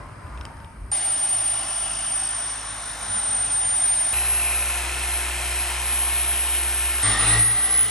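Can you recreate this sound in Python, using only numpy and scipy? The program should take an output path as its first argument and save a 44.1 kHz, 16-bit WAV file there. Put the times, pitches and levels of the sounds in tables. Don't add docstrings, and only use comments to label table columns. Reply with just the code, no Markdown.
import sys
import numpy as np
from scipy import signal
from scipy.fft import rfft, irfft, next_fast_len
from scipy.io import wavfile
from scipy.ndimage import uniform_filter1d

SR = 44100
rng = np.random.default_rng(int(sys.argv[2]) if len(sys.argv) > 2 else 0)


def volts_from_decibels(level):
    exponent = np.asarray(level, float) / 20
    return 10 ** exponent


def output_pcm(signal):
    pcm = np.clip(np.atleast_2d(signal).T, -1, 1) * 32767
    wavfile.write(sys.argv[1], SR, np.round(pcm).astype(np.int16))


N = 348390

SLOTS, PINION_TEETH, RING_TEETH = 30, 6, 34
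MAINS_HZ = 120


def read(points, hz):
    table_hz, value = np.transpose(points)
    return np.interp(np.log(hz + 1), np.log(table_hz + 1), value)


def evened(x):
    return x / np.sqrt(np.mean(x ** 2) + 1e-20)


def columns(rows, t):
    s, *values = np.transpose(rows)
    return [np.interp(t, s, v) for v in values]


def bumps(rows, x):
    total_db = 0 * x
    for at, db, width in rows:
        if x.min() <= at <= x.max() + .02:
            total_db = total_db + db * np.exp(-.5 * ((x - at) / width) ** 2)
    return total_db


def drift(n, hz):
    knots = rng.standard_normal(round(n / SR * 400) + 400)
    pole = np.exp(-2 * np.pi * hz / 400)
    knots = evened(signal.lfilter([1], [1, -2 * pole, pole ** 2], knots)[398:])
    return np.interp(np.arange(n) * 400 / SR, np.arange(len(knots)), knots)


def tone(turns, db):
    return np.sqrt(2) * volts_from_decibels(db) * np.cos(2 * np.pi * (turns + rng.random()))


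def ring(modes, bright_db=0):
    t = np.arange(2000) / SR
    out = np.zeros(len(t))
    for hz, db, t60 in modes:
        level_db = db + bright_db * np.log2(hz / modes[0][0]) - 60 * t / t60
        out += volts_from_decibels(level_db) * np.sin(2 * np.pi * hz * rng.uniform(1.0, 1.04) * t)
    return out


def power(t, colour, low_db, high_db, split_hz, bands):
    hz = np.fft.rfftfreq(1024, 1 / SR)
    at = np.minimum(np.arange(len(t) // 256 + 5) * 256, len(t) - 1)
    shape = volts_from_decibels(2 * read(colour, hz))[:, None]
    gains_db = []
    for db, (from_hz, to_hz) in zip((low_db, high_db), bands):
        band_power = shape[(hz > from_hz) & (hz < to_hz)].sum() / 1.5
        gains_db.append(db[at] - 10 * np.log10(band_power))
    low, high = gains_db
    upper = 1 / (1 + (split_hz / (hz[:, None] + 1)) ** 6)
    return shape * volts_from_decibels(2 * ((1 - upper) * low + upper * high))


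def noise(n, field, patchy_db):
    a, b, c, d, patches = rng.standard_normal((field.shape[1], 513, 5)).T
    patches = uniform_filter1d(patches, size=10, axis=0)
    patches = evened(uniform_filter1d(patches, size=12, axis=1))
    streaks = uniform_filter1d(a[::-1], size=2, axis=0)
    streaks = evened(uniform_filter1d(streaks, size=160, axis=1))
    z = np.array([a + 1j * b, c + 1j * d]) * np.sqrt(field) * volts_from_decibels(patchy_db * patches + 1.3 * streaks)
    return signal.istft(z, nperseg=1024, noverlap=768)[1][:, :n]


# (pitch_hz, lead_radians)
PORT_LEAD = [(0, 0), (50, .09), (200, .11), (950, 0.18), (1400, -0.25), (2240, .3), (2580, 0.9),
             (3270, 1.1), (4130, .5), (5080, 0.7), (6800, 0.1), (7490, 1.0), (8790, -0.3), (9010, -.92),
             (9400, -1.8), (9850, -2.55), (10600, -3.68), (11500, -5.2)]
# (pitch_hz, left_minus_right_db)
PORT_TILT = [(60, 0.5), (140, 0.5), (340, 0.0), (800, 1.5), (1900, 1.0), (3400, 2.5), (5500, 3), (8000, 1),
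             (10700, -.3)]


def ports(tones, pair, same):
    size = next_fast_len(len(tones) + 512)
    hz = np.fft.rfftfreq(size, 1 / SR)
    likeness = np.clip(read(same, hz), -1, 1)
    clean, (near, far) = rfft(tones, size), rfft(pair, size)
    half = volts_from_decibels(read(PORT_TILT, hz) / 2) * np.exp(.5j * read(PORT_LEAD, hz))
    left = (clean + near) * half
    right = (clean + likeness * near + np.sqrt(1 - likeness ** 2) * far) / half
    return irfft(np.array([left, right]), size)[:, :len(tones)]


# (start_s, end_s, start_pitch_hz, end_pitch_hz, level_db, wander_turns)
TRAFFIC_TONES = [(0.3, 0.47, 55, 68, -41.5, 0.08), (-0.1, 0.04, 54, 50, -41, 0.08),
                 (.77, .85, 47, 55, -41, .08), (.05, 0.18, 100, 120, -49, .15),
                 (-0.05, .42, 1030, 1010, -54, .15), (0.4, 0.7, 925, 915, -55, 0.17),
                 (.3, .45, 1390, 1450, -56, .15), (-1, .08, 960, 1065, -56, .15),
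                 (.27, 0.39, 1220, 1215, -56, .1), (0.8, 0.67, 1450, 1385, -56.5, 0.43),
                 (3, 4, 97, 92, -50, 0.081), (3.0, 3.42, 211.4, 210, -55, .04),
                 (3.5, 4.12, 188, 200, -58.5, .06)]


def traffic_tones(t):
    out = np.zeros(len(t))
    for start, end, hz, end_hz, db, wander in TRAFFIC_TONES:
        if end < t[0] - .2 or start > t[-1] + .2:
            continue
        fade_db = 40 * np.clip(np.minimum(t - start, end - t) / 0.1, -1, 0)
        turns = np.cumsum(np.interp(t, [start, end], [hz, end_hz])) / SR + wander * drift(len(t), 8.4)
        out += tone(turns, db + fade_db + 3.6 * drift(len(t), 12.0))
    return out


# (start_s, peak_db, brightness_db_per_octave)
SWITCH_TICKS = [(0.2693, -46.5, -11), (0.3752, -39, -12), (0.3825, -42, -14), (0.4114, -30, -3.5),
                (0.4527, -28.5, 0.5), (0.463, -39, 0), (0.5695, -48, 9), (0.6019, -43, -11),
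                (0.6175, -50, 6), (0.6459, -40, -3)]
# (pitch_hz, level_db, fade_by_60_db_s)
SWITCH_RING = [(2640, 3.5, 0.014), (1950, -2, .006), (3020, 3, 0.01), (3550, -2, 0.0086), (4560, -12, .008),
               (5040, 2, 0.01), (5970, -3, 0.0045), (7100, -6, .003), (8300, 0, 0.0099), (8950, -3, 0.014)]


def switch_ticks(t):
    out = np.zeros(len(t))
    for s, db, bright_db in SWITCH_TICKS:
        scrape = rng.standard_normal(130) * np.exp(-np.arange(130) / 45)
        click = np.convolve(ring(SWITCH_RING, bright_db), scrape)
        out[round(s * SR):][:len(click)] += volts_from_decibels(db + 4.0) * click / abs(click).max()
    return out


# (middle_s, rise_db, width_s)
CRICKET_CHIRPS = [
    (.35, 10, 0.2),
    (.9, 10, 0.026),
]


def cricket(t):
    return tone(4950 * t + 0.22 * drift(len(t), 18), -80 + bumps(CRICKET_CHIRPS, t))


# (pitch_hz, level_db_per_hz)
YARD_COLOUR = [(18, -35), (30, -1.5), (60, 0.5), (105, 0), (150, -8), (264, -12.5), (402, -22), (704, -18),
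               (791, -23), (910, -16.5), (1390, -20.5), (2020, -27), (2500, -32), (3450, -41), (4900, -40),
               (7460, -48), (8000, -43), (10400, -69), (17600, -120)]
# (pitch_hz, level_db_per_hz)
HISS_COLOUR = [(5500, -44), (7200, -33.5), (8400, -4.5), (9100, 1.5), (9800, -3.5), (10400, 0),
               (11000, -6.5), (12000, -16), (16000, -21.5)]
# (middle_s, rise_db, width_s)
PASSING_TRAFFIC = [
    (.15, -1, 0.079),
    (.45, 2.5, 0.12),
]
# (pitch_hz, likeness_0_to_1)
FAR_LIKENESS = [(60, 0.97), (170, 0.98), (480, 0.45), (1350, 0.58), (3800, 0.28), (10700, 0.93)]


def yard(t):
    swell_db = bumps(PASSING_TRAFFIC, t)
    rumble_db = -41.5 + 0.56 * swell_db
    wash_db = -44 + swell_db - 6.5 * t
    tones = traffic_tones(t) + switch_ticks(t) + cricket(t)
    field = power(t, YARD_COLOUR, rumble_db, wash_db, 290, [(30, 300), (400, 2000)])
    hiss_db = np.full(len(t), -62.)
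    field += power(t, HISS_COLOUR, hiss_db, hiss_db, 9000, [(7200, 9270)] * 2)
    return ports(tones, noise(len(t), field, 0.98), FAR_LIKENESS)


# (time_s, slot_whine_hz)
MOTOR_SPEEDS = [
    [(.92, 9005), (1.25, 9009), (1.65, 9022), (2.02, 9017), (2.25, 8998), (2.6, 8988), (2.94, 9031),
     (3.31, 8973), (3.75, 9005), (3.97, 9006), (4.13, 9029)],
    [(4.13, 10545), (4.45, 10551), (4.97, 10594), (5.48, 10572), (5.7, 10589), (5.82, 10581), (6.08, 10602),
     (7.03, 10596)],
]


def motor_speed(t, shot):
    if shot < len(MOTOR_SPEEDS):
        return uniform_filter1d(columns(MOTOR_SPEEDS[shot], t)[0], size=6000, mode="nearest")
    since = t - t[0]
    start_hz, climb_hz_per_s, tiring_hz_per_s2 = 8903, 1924.6, 915.8
    return start_hz + climb_hz_per_s * since - tiring_hz_per_s2 * since ** 2


WHINE_DB = [-22.5, -24, -16]
# (middle_s, change_db, width_s)
WHINE_FADES = [(1.0, -1.5, 0.022), (1.16, -1.5, 0.025), (1.65, -6.5, 0.051), (1.92, -5, 0.13),
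               (2.35, -4, 0.16), (2.62, -4.5, 0.027), (2.8, -1, 0.026), (2.975, -13, 0.025),
               (3.08, -4.5, 0.039), (3.26, -3.5, 0.03), (3.49, -3, 0.017), (3.7, 0, 0.021),
               (3.95, 2.5, 0.11), (4.07, -2, 0.047), (4.33, 3, 0.047), (4.55, -0.5, 0.14),
               (4.92, -18, 0.098), (5.37, -13, 0.11), (5.75, -10, 0.077), (6.2, 0, 0.092), (6.7, -1, 0.16),
               (7.1, -5.5, 0.041), (7.167, -17.5, 0.014), (7.25, -6.5, 0.032), (7.367, -8, 0.012),
               (7.42, 1.5, 0.015), (7.6, -6, 0.081), (7.685, -6, 0.0093), (7.89, -8, 0.039)]
# (orbits_away, mains_ripples_away, level_db)
WHINE_SIDEBANDS = [(-1, 0, -17.5), (1, 0, -23), (-2, 0, -31), (0, -1, -26), (0, 1, -42)]


def slot_whine(t, shot, shaft, orbit, shadow_db):
    n = len(t)
    fade_db = shadow_db + bumps(WHINE_FADES, t)
    turns = SLOTS * shaft + .012 * drift(n, 30)
    out = tone(turns, fade_db + WHINE_DB[shot] + 1.3 * drift(n, 22.0))
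    for orbits, ripples, db in WHINE_SIDEBANDS:
        beside = turns + orbits * orbit + ripples * MAINS_HZ * t + 0.049 * drift(n, 5.5)
        out += tone(beside, .8 * fade_db + WHINE_DB[shot] + db + 3.5 * drift(n, 4))
    return out


# (multiple_of_shaft_speed, shot_1_db,
# shot_2_db, shot_3_db)
SHAFT_TONES = [(1, -25, -17.5, -17), (2, -30, -16, -30), (3, -30, -22, -28), (4, -28, -22, -22),
               (5, -28, -14, -24), (7, -21, -14, -21), (6.8235, -32, -18, -30), (10, -18, -28, -18),
               (11, -32, -25, -32), (11.32, -32, -23, -32), (15, -28, -25, -32), (16, -20, -26, -28),
               (19, -21, -30, -26), (20, -22, -32, -32), (25, -27, -32, -28), (31, -30, -28, -27)]


def shaft_hum(shaft, shot, roar_db):
    n = len(shaft)
    out = np.zeros(n)
    for multiple, *db in SHAFT_TONES:
        turns = multiple * shaft + 0.085 * drift(n, 8)
        out += tone(turns, roar_db + db[shot] + 1.2 * drift(n, 3))
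    return out


TOOTH_DB = [-55.5, -46.5, -39.5]
PARTNER_DB = [-70.5, -53, -40.5]
# (middle_s, change_db, width_s)
TOOTH_SWELLS = [(.93, -9, 0.16), (2.5, 5.5, 0.23), (4.14, -14, 0.14), (5.25, 2, 0.42), (6.05, -3, 0.16),
                (7.04, -5, .02), (7.165, 8, 0.029), (7.21, -5, .01), (7.24, 8, .012), (7.28, -4, .014),
                (7.35, 10.5, 0.032), (7.42, 7, .01), (7.49, 9, 0.033), (7.54, -18, .009), (7.65, 5, .06),
                (7.74, -3, .012), (7.84, 4.5, .05)]
# (middle_s, change_db, width_s)
PARTNER_SWELLS = [(1.4, -7, 0.36), (3.4, 4.5, 0.42), (4.14, -10, .2), (5.65, -17, 0.3), (6.13, 14, 0.11),
                  (7.1, 5, .022), (7.18, 10, .016), (7.22, -5, .01), (7.28, -12, .012), (7.35, 8, 0.041),
                  (7.42, 6, .01), (7.48, 9, 0.028), (7.54, -11, .009), (7.57, 7, .012), (7.6, -9, .008),
                  (7.76, 8, .012), (7.84, -3.5, .03)]
# (multiple_of_tooth_rate, shot_1_db, shot_2_db, shot_3_db)
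GEAR_TONES = [(2, -23, -19, -20), (3, -19, -30, -28), (4, -26, -28, -34)]
GEAR_TWIST = [.04, .14, .06]


def gears(t, shot, shaft, orbit, press_db, roar_db):
    n = len(t)
    twist = GEAR_TWIST[shot] * np.cos(2 * np.pi * MAINS_HZ * t)
    teeth = PINION_TEETH * shaft
    tooth_db = TOOTH_DB[shot] + 0.72 * press_db + bumps(TOOTH_SWELLS, t)
    partner_db = PARTNER_DB[shot] + 0.72 * press_db + bumps(PARTNER_SWELLS, t)
    out = tone(teeth + twist + 0.037 * drift(n, 11), tooth_db + .8 * drift(n, 5.4))
    out += tone(teeth + orbit + 0.022 * drift(n, 10), partner_db + .8 * drift(n, 12))
    for multiple, *db in GEAR_TONES:
        uneven = 0.026 * np.cos(2 * np.pi * orbit) + multiple * twist + 0.029 * drift(n, 12.0)
        level_db = roar_db + db[shot] + 3.6 * drift(n, 7.6)
        level_db += 2.6 * np.sin(2 * np.pi * MAINS_HZ * t)
        level_db += 2.7 * np.cos(2 * np.pi * orbit + 1.3)
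        out += tone(multiple * teeth + uneven, level_db)
    return out


THUMP_DB = [-47, -33.5, -31.5]
TWICE_DB = [-54.5, -51.5, -31.5]
# (middle_s, change_db, width_s)
THUMP_SWELLS = [(1.2, -5, 0.14), (1.66, -1, 0.075), (1.88, 2.5, 0.098), (3.42, 2, 0.23), (7.04, -8, 0.019)]
# (middle_s, change_db, width_s)
TWICE_SWELLS = [(6.8, -1, .04), (7.22, -1.5, .04), (7.78, 2.5, .06), (1.4, 3.5, 0.13), (3.1, -5, 0.18),
                (3.42, 5, 0.12), (6.53, -11, 0.074), (6.92, -8, 0.09)]
# (pitch_hz, change_db, width_hz)
PANEL_ANSWER = [
    (107.5, -4, .6),
    (112.3, 9, 1.5),
    (114.6, -17, 0.72),
]
# (multiple_of_orbit, shot_1_db, shot_2_db, shot_3_db)
PANEL_TONES = [(3, -21, -32, -22), (4, -21, -33, -19), (5, -16, -27, -26)]
# (middle_s, rise_db, width_s)
PANEL_BOOMS = [
    (2.05, 9.8, 0.17),
    (7.33, 10.4, 0.062),
]


def panel_thump(t, shot, orbit, orbit_hz, press_db):
    n = len(t)
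    thump_db = THUMP_DB[shot] + 1.4 * press_db + bumps(THUMP_SWELLS, t)
    twice_db = TWICE_DB[shot] + 1.3 * press_db + bumps(TWICE_SWELLS, t)
    twice_db += bumps(PANEL_ANSWER, 2 * orbit_hz)
    out = tone(orbit, thump_db + .6 * drift(n, 8.7))
    out += tone(2 * orbit, twice_db + 2.1 * drift(n, 8.6))
    for multiple, *db in PANEL_TONES:
        boom_db = bumps(PANEL_BOOMS, t) * (multiple == 3)
        out += tone(multiple * orbit, thump_db + db[shot] + boom_db + 1.8 * drift(n, 2.6))
    return out


KNOCK_DB = [-74, -55, -59.5]
DRY_PAD_DB = [5.5, 8.5, 2]
# (start_s, peak_db, ring_pitch_hz)
HARD_KNOCKS = [(4.138, -23, 2560), (4.1553, -25, 2720), (4.1867, -24, 2630), (4.2535, -25, 2440),
               (4.269, -24, 2310), (4.2875, -25, 2660), (4.3364, -24, 2470), (4.3508, -20, 2550),
               (4.3862, -28, 2340), (4.3977, -24, 2660), (4.511, -20, 2420), (4.5284, -22, 2300),
               (4.6257, -19, 2480), (4.7035, -19, 2500), (4.7459, -21, 2550), (4.815, -29, 2530),
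               (4.849, -22, 2400), (4.8951, -22, 2470), (4.929, -21, 2690), (5.0368, -24, 2470),
               (5.2293, -26, 2230), (5.2496, -24, 2610), (5.3453, -26, 2240), (5.46, -25, 2580),
               (5.4987, -25, 2260), (5.586, -27, 2430), (5.7008, -22, 2590), (5.7796, -26, 2360),
               (5.9248, -26, 2400), (6.0515, -23, 2470), (6.1722, -34, 2410), (6.246, -23, 2370),
               (6.2949, -24, 2470), (6.3553, -23, 2660), (6.4201, -24, 2480), (6.538, -26, 2370),
               (6.7888, -25, 2330), (6.8053, -24, 2530), (6.8531, -26, 2480), (6.983, -23, 2630)]


def bearing_knocks(t, shot, orbit):
    n = len(t)
    dry_db = DRY_PAD_DB[shot] * np.exp(-(t - t[0]) / 0.86)
    blows = np.diff(np.floor(orbit + .53 + .05 * drift(n, 30)), prepend=0) > 0
    blows = blows * volts_from_decibels(dry_db + KNOCK_DB[shot] + 4.2 * rng.standard_normal(n))
    bearing = evened(ring([(2590, 9.0, 0.02), (2910, -1.0, 0.014), (2310, -19.0, .01)]))
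    hard = np.zeros(n + 2000)
    for s, db, hz in HARD_KNOCKS:
        if t[0] <= s <= t[-1]:
            knock = ring([(hz, 0, .016), (1.07 * hz, -7, .01)])
            hard[round((s - t[0]) * SR):][:2000] += volts_from_decibels(db - 3.0) * knock
    return signal.oaconvolve(blows, bearing)[:n] + hard[:n]


# (time_s, pitch_hz, depth_db)
ECHO_NOTCH = [(.92, 4280, 1), (2.2, 4150, 6), (2.8, 4620, 4), (3.3, 4650, 5), (4.13, 4630, 4),
              (7.03, 4550, 3), (7.9, 4640, 4)]
# (middle_s, hold_s, pitch_hz, change_db, width_hz)
PANEL_ECHOES = [(1.1, 0.46, 760, 3, 70), (2.6, .25, 740, -4, 100), (6.2, .4, 3750, 1.2, 330),
                (7.13, 0.092, 3250, 3.5, 130), (1.9, 0.29, 2900, 3.5, 240), (1.4, 0.83, 5400, 0.5, 830),
                (2.1, .6, 6900, -3, 440), (2.45, 0.21, 5650, 3.5, 320), (2.8, 0.32, 3100, -4.5, 190),
                (2.96, .35, 1520, 4.5, 310), (2.6, .2, 4900, -4, 300), (3.2, 0.67, 3850, 1.5, 250),
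                (4.2, .2, 1500, 1.5, 350), (4.03, 0.24, 1900, 2, 400), (4.5, 0.37, 3100, -0.5, 280),
                (4.5, .3, 1200, 2, 270), (6.3, 0.6, 3170, 2.5, 190), (7.08, 0.054, 5380, 7, 62),
                (7.12, 0.13, 3750, 3, 330), (7.32, 0.072, 3900, 3, 190), (7.25, 0.091, 2700, 6, 230),
                (8.7, 0.11, 1640, -5, 250), (7.6, .2, 5600, -1.5, 400), (2.6, .3, 370, -4.5, 80),
                (4.1, .4, 450, -2, 45), (7.05, .04, 2000, 2, 200), (7.83, 0.08, 3030, 8, 90),
                (6.3, .4, 2600, -0.5, 180), (7.3, 0.026, 4000, 4, 70), (4.48, 0.043, 2500, 4, 220),
                (1.5, .4, 6600, -2.5, 180)]


def add_echoes(field, start_s):
    hz = np.fft.rfftfreq(1024, 1 / SR)[:, None]
    frame_s = start_s + np.arange(field.shape[1]) * 256 / SR
    notch_hz, depth_db = columns(ECHO_NOTCH, frame_s)
    return_field = field * volts_from_decibels(-2 * depth_db * np.exp(-((hz - notch_hz) / 350) ** 2))
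    end_s = start_s + (field.shape[1] - 5) * 256 / SR
    for s, hold, centre_hz, db, width in PANEL_ECHOES:
        if start_s <= s <= end_s:
            band = np.exp(-.5 * ((hz - centre_hz) / width) ** 2)
            return_field *= 1 + (volts_from_decibels(2 * db) - 1) * band * np.exp(-.5 * ((frame_s - s) / hold) ** 2)
    return return_field


# (pitch_hz, level_db_per_hz)
BODY_COLOURS = [
    [(82, -38), (140, -10.5), (200, -10), (237, -14), (306, -6.5), (511, -13), (570, -6), (690, 2),
     (805, 2.5), (845, -2.5), (1075, 0), (1190, -5), (1400, -2.5), (2450, -7.5), (3000, -6), (4440, -11.5),
     (5540, -10), (7030, -15.5), (8200, -9), (10700, -37), (18000, -120)],
    [(82, -37), (140, -17), (152, -30), (184, -31), (211, -32), (233, -12.5), (351, -15), (396, -9.5),
     (566, -10), (694, -2), (850, -4.5), (1050, -2), (1130, -9), (1400, -3), (1620, -6), (1800, -3.5),
     (2150, -5), (2450, -0.5), (2680, -2), (2810, -4), (3150, -4), (3310, -8), (4670, -10), (7400, -12.5),
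     (8200, -7), (10700, -10), (18000, -120)],
    [(82, -40), (140, -13), (267, -14), (477, -11), (547, -18.5), (756, -3.5), (950, -13), (1140, -4.5),
     (1680, -10), (1900, -4.5), (2410, -12.5), (3210, -9), (3950, -9), (4600, -9.5), (6800, -16.5),
     (8200, -10), (10700, -39.5), (18000, -120)],
]
HISS_DB = [-43, -33.5, -36.5]
YARD_DB = [-51, -55, -51]


def fan_roar(t, shot, shaft, orbit, roar_db, air_db):
    n = len(t)
    field = power(t, BODY_COLOURS[shot], roar_db - 0.4, air_db, 2540, [(500, 2890), (3500, 6880)])
    hiss_db = air_db - air_db.mean() + HISS_DB[shot]
    field += power(t, HISS_COLOUR, hiss_db, hiss_db, 9000, [(7200, 11000)] * 2)
    field = add_echoes(field, t[0])
    far_db = np.full(n, YARD_DB[shot])
    field += power(t, YARD_COLOUR, far_db, far_db + 0.5, 350, [(30, 300), (400, 1800)])
    roar = noise(n, field, 0.81)
    throb = 0.19 * np.cos(2 * np.pi * MAINS_HZ * t)
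    throb += 0.14 * np.cos(2 * np.pi * shaft) + 0.078 * np.cos(2 * np.pi * orbit)
    high = signal.sosfilt(signal.butter(2, 1600, "high", fs=SR, output="sos"), roar)
    return roar + throb * high


# (time_s, pressure_db)
PAD_PRESSURE = [
    [(.92, 0), (4.13, 0.84)],
    [(4.13, -0.5), (4.7, 0.3), (7.03, 0.26)],
    [(7.03, -0.5), (7.13, -0.5), (7.26, 0), (7.38, 1), (7.46, -6.5), (7.74, -5.5), (7.9, -9.5)],
]
# (middle_s, whine_change_db, width_s)
ARM_SHADOW = [
    (2.78, -11.5, 0.19),
]
ROAR_DB = [-39.5, -33, -28]
AIR_DB = [-41.5, -39, -34.5]
# (pitch_hz, likeness_0_to_1)
NEAR_LIKENESS = [(60, 0.95), (250, 0.95), (800, 0.95), (1300, 0.85), (1900, 0.77), (4500, 0.88),
                 (7000, 0.71), (9000, 0.7), (11000, 0.83)]


def polisher(t, shot):
    whine_hz = motor_speed(t, shot)
    shaft = np.cumsum(whine_hz) / SLOTS / SR
    orbit = shaft * PINION_TEETH / RING_TEETH
    orbit_hz = whine_hz / SLOTS * PINION_TEETH / RING_TEETH
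    press_db, = columns(PAD_PRESSURE[shot], t)
    shadow_db = bumps(ARM_SHADOW, t)
    roar_db = ROAR_DB[shot] + press_db + 0.16 * shadow_db
    air_db = AIR_DB[shot] + 0.7 * press_db + 0.27 * shadow_db
    tones = slot_whine(t, shot, shaft, orbit, shadow_db)
    tones += shaft_hum(shaft, shot, roar_db)
    tones += gears(t, shot, shaft, orbit, press_db, roar_db)
    tones += panel_thump(t, shot, orbit, orbit_hz, press_db)
    tones += traffic_tones(t)
    tones += bearing_knocks(t, shot, orbit)
    return ports(tones, fan_roar(t, shot, shaft, orbit, roar_db, air_db), NEAR_LIKENESS)


# (middle_s, change_db, width_s)
TOP_SWELLS = [(2.1, -7.5, .35), (2.63, 3, 0.026), (2.8, 6, .04), (2.97, 11.5, 0.047), (4.14, 4, 0.016),
              (4.4, 3.5, .3), (4.9, -3.5, 0.098), (5.33, -1.5, .1), (1.67, 6, .02), (7.18, 0.5, .02),
              (5.72, 4.5, 0.027), (6.1, 5, .25), (6.85, -3, .15), (7.57, 7, .03)]
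TOP_DROPOUTS = [5.555, 5.78, 6.155, 6.475, 6.54, 6.695, 6.84, 6.91, 7.0]


def drop_weak_highs(x):
    mid_side = np.pad([x[0] + x[1], x[0] - x[1]], ((0, 0), (72, 0)))
    hz, t, z = signal.stft(mid_side, SR, "cosine", 2048, 1024)
    hz = hz[:, None]
    bands = z[:, :1024].reshape(2, 64, 16, -1)
    band_db = 10 * np.log10((abs(bands) ** 2).mean(2) + 1e-20)
    band_hz = hz[8:1024:16]
    loud_db = np.where(band_hz > 7000, band_db.max(0), -200)
    above_khz = (band_hz - band_hz[loud_db.argmax(0), 0]) / 1000
    above_db = 0.5 * above_khz + 7.0 * np.exp(-abs(above_khz) / 1.6)
    below_db = 3.8 + 5.0 * above_khz
    mask_db = loud_db.max(0) - 29.5 + 8. * (band_hz > 12700)
    mask_db += np.where(above_khz > 0, above_db, below_db)
    mask_db += 5.0 * np.exp(-((above_khz + .42) / 0.23) ** 2)
    chance = uniform_filter1d(rng.standard_normal(band_db.shape), size=2, axis=2)
    mask_db = mask_db + 3.6 * evened(chance) + 2.2 * evened(chance[:, :1])
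    mask_db = np.maximum(mask_db, -83 + 2.8 * (band_hz / 1000 - 12))
    mask_db -= bumps(TOP_SWELLS, t) * (above_khz > 0)
    mask_db[0] += bumps([(s, 40, .015) for s in TOP_DROPOUTS], t) * (band_hz > 10000)
    keep = (band_db > mask_db) | (band_hz < 7400)
    z[:, :1024] = (bands * keep[:, :, None]).reshape(2, 1024, -1)
    top = abs(z).max(0) * (hz > 7400)
    beyond_hz = hz - hz[top.argmax(0), 0]
    floor_db = np.where(beyond_hz > 0, -33, -38 + 7.0 * evened(chance[0, 1]))
    z *= (abs(z) > volts_from_decibels(floor_db) * top.max(0)) | (beyond_hz < -750) | (beyond_hz > 350)
    mid, side = signal.istft(z, SR, "cosine", 2048, 1024)[1][:, 72:N + 72]
    return np.array([mid + side, mid - side]) / 2


SHOT_EDGES = [0, .9163, 4.1298, 7.029, 7.9]


def scene():
    edges = np.minimum(np.round(np.array(SHOT_EDGES) * SR).astype(int), N)
    edges[-1] = N
    times = [np.arange(a, b) / SR for a, b in zip(edges, edges[1:])]
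    working = [polisher(t, shot) for shot, t in enumerate(times[1:])]
    return np.hstack([yard(times[0])] + working)


def roll_off(x):
    return signal.sosfilt(signal.butter(12, 16000, fs=SR, output="sos"), x)


def record(dry):
    bass_cut = signal.butter(4, 42, "high", fs=SR, output="sos")
    mix = drop_weak_highs(signal.sosfilt(bass_cut, dry))
    return roll_off(mix)


dry = scene()
out = record(dry)
output_pcm(out)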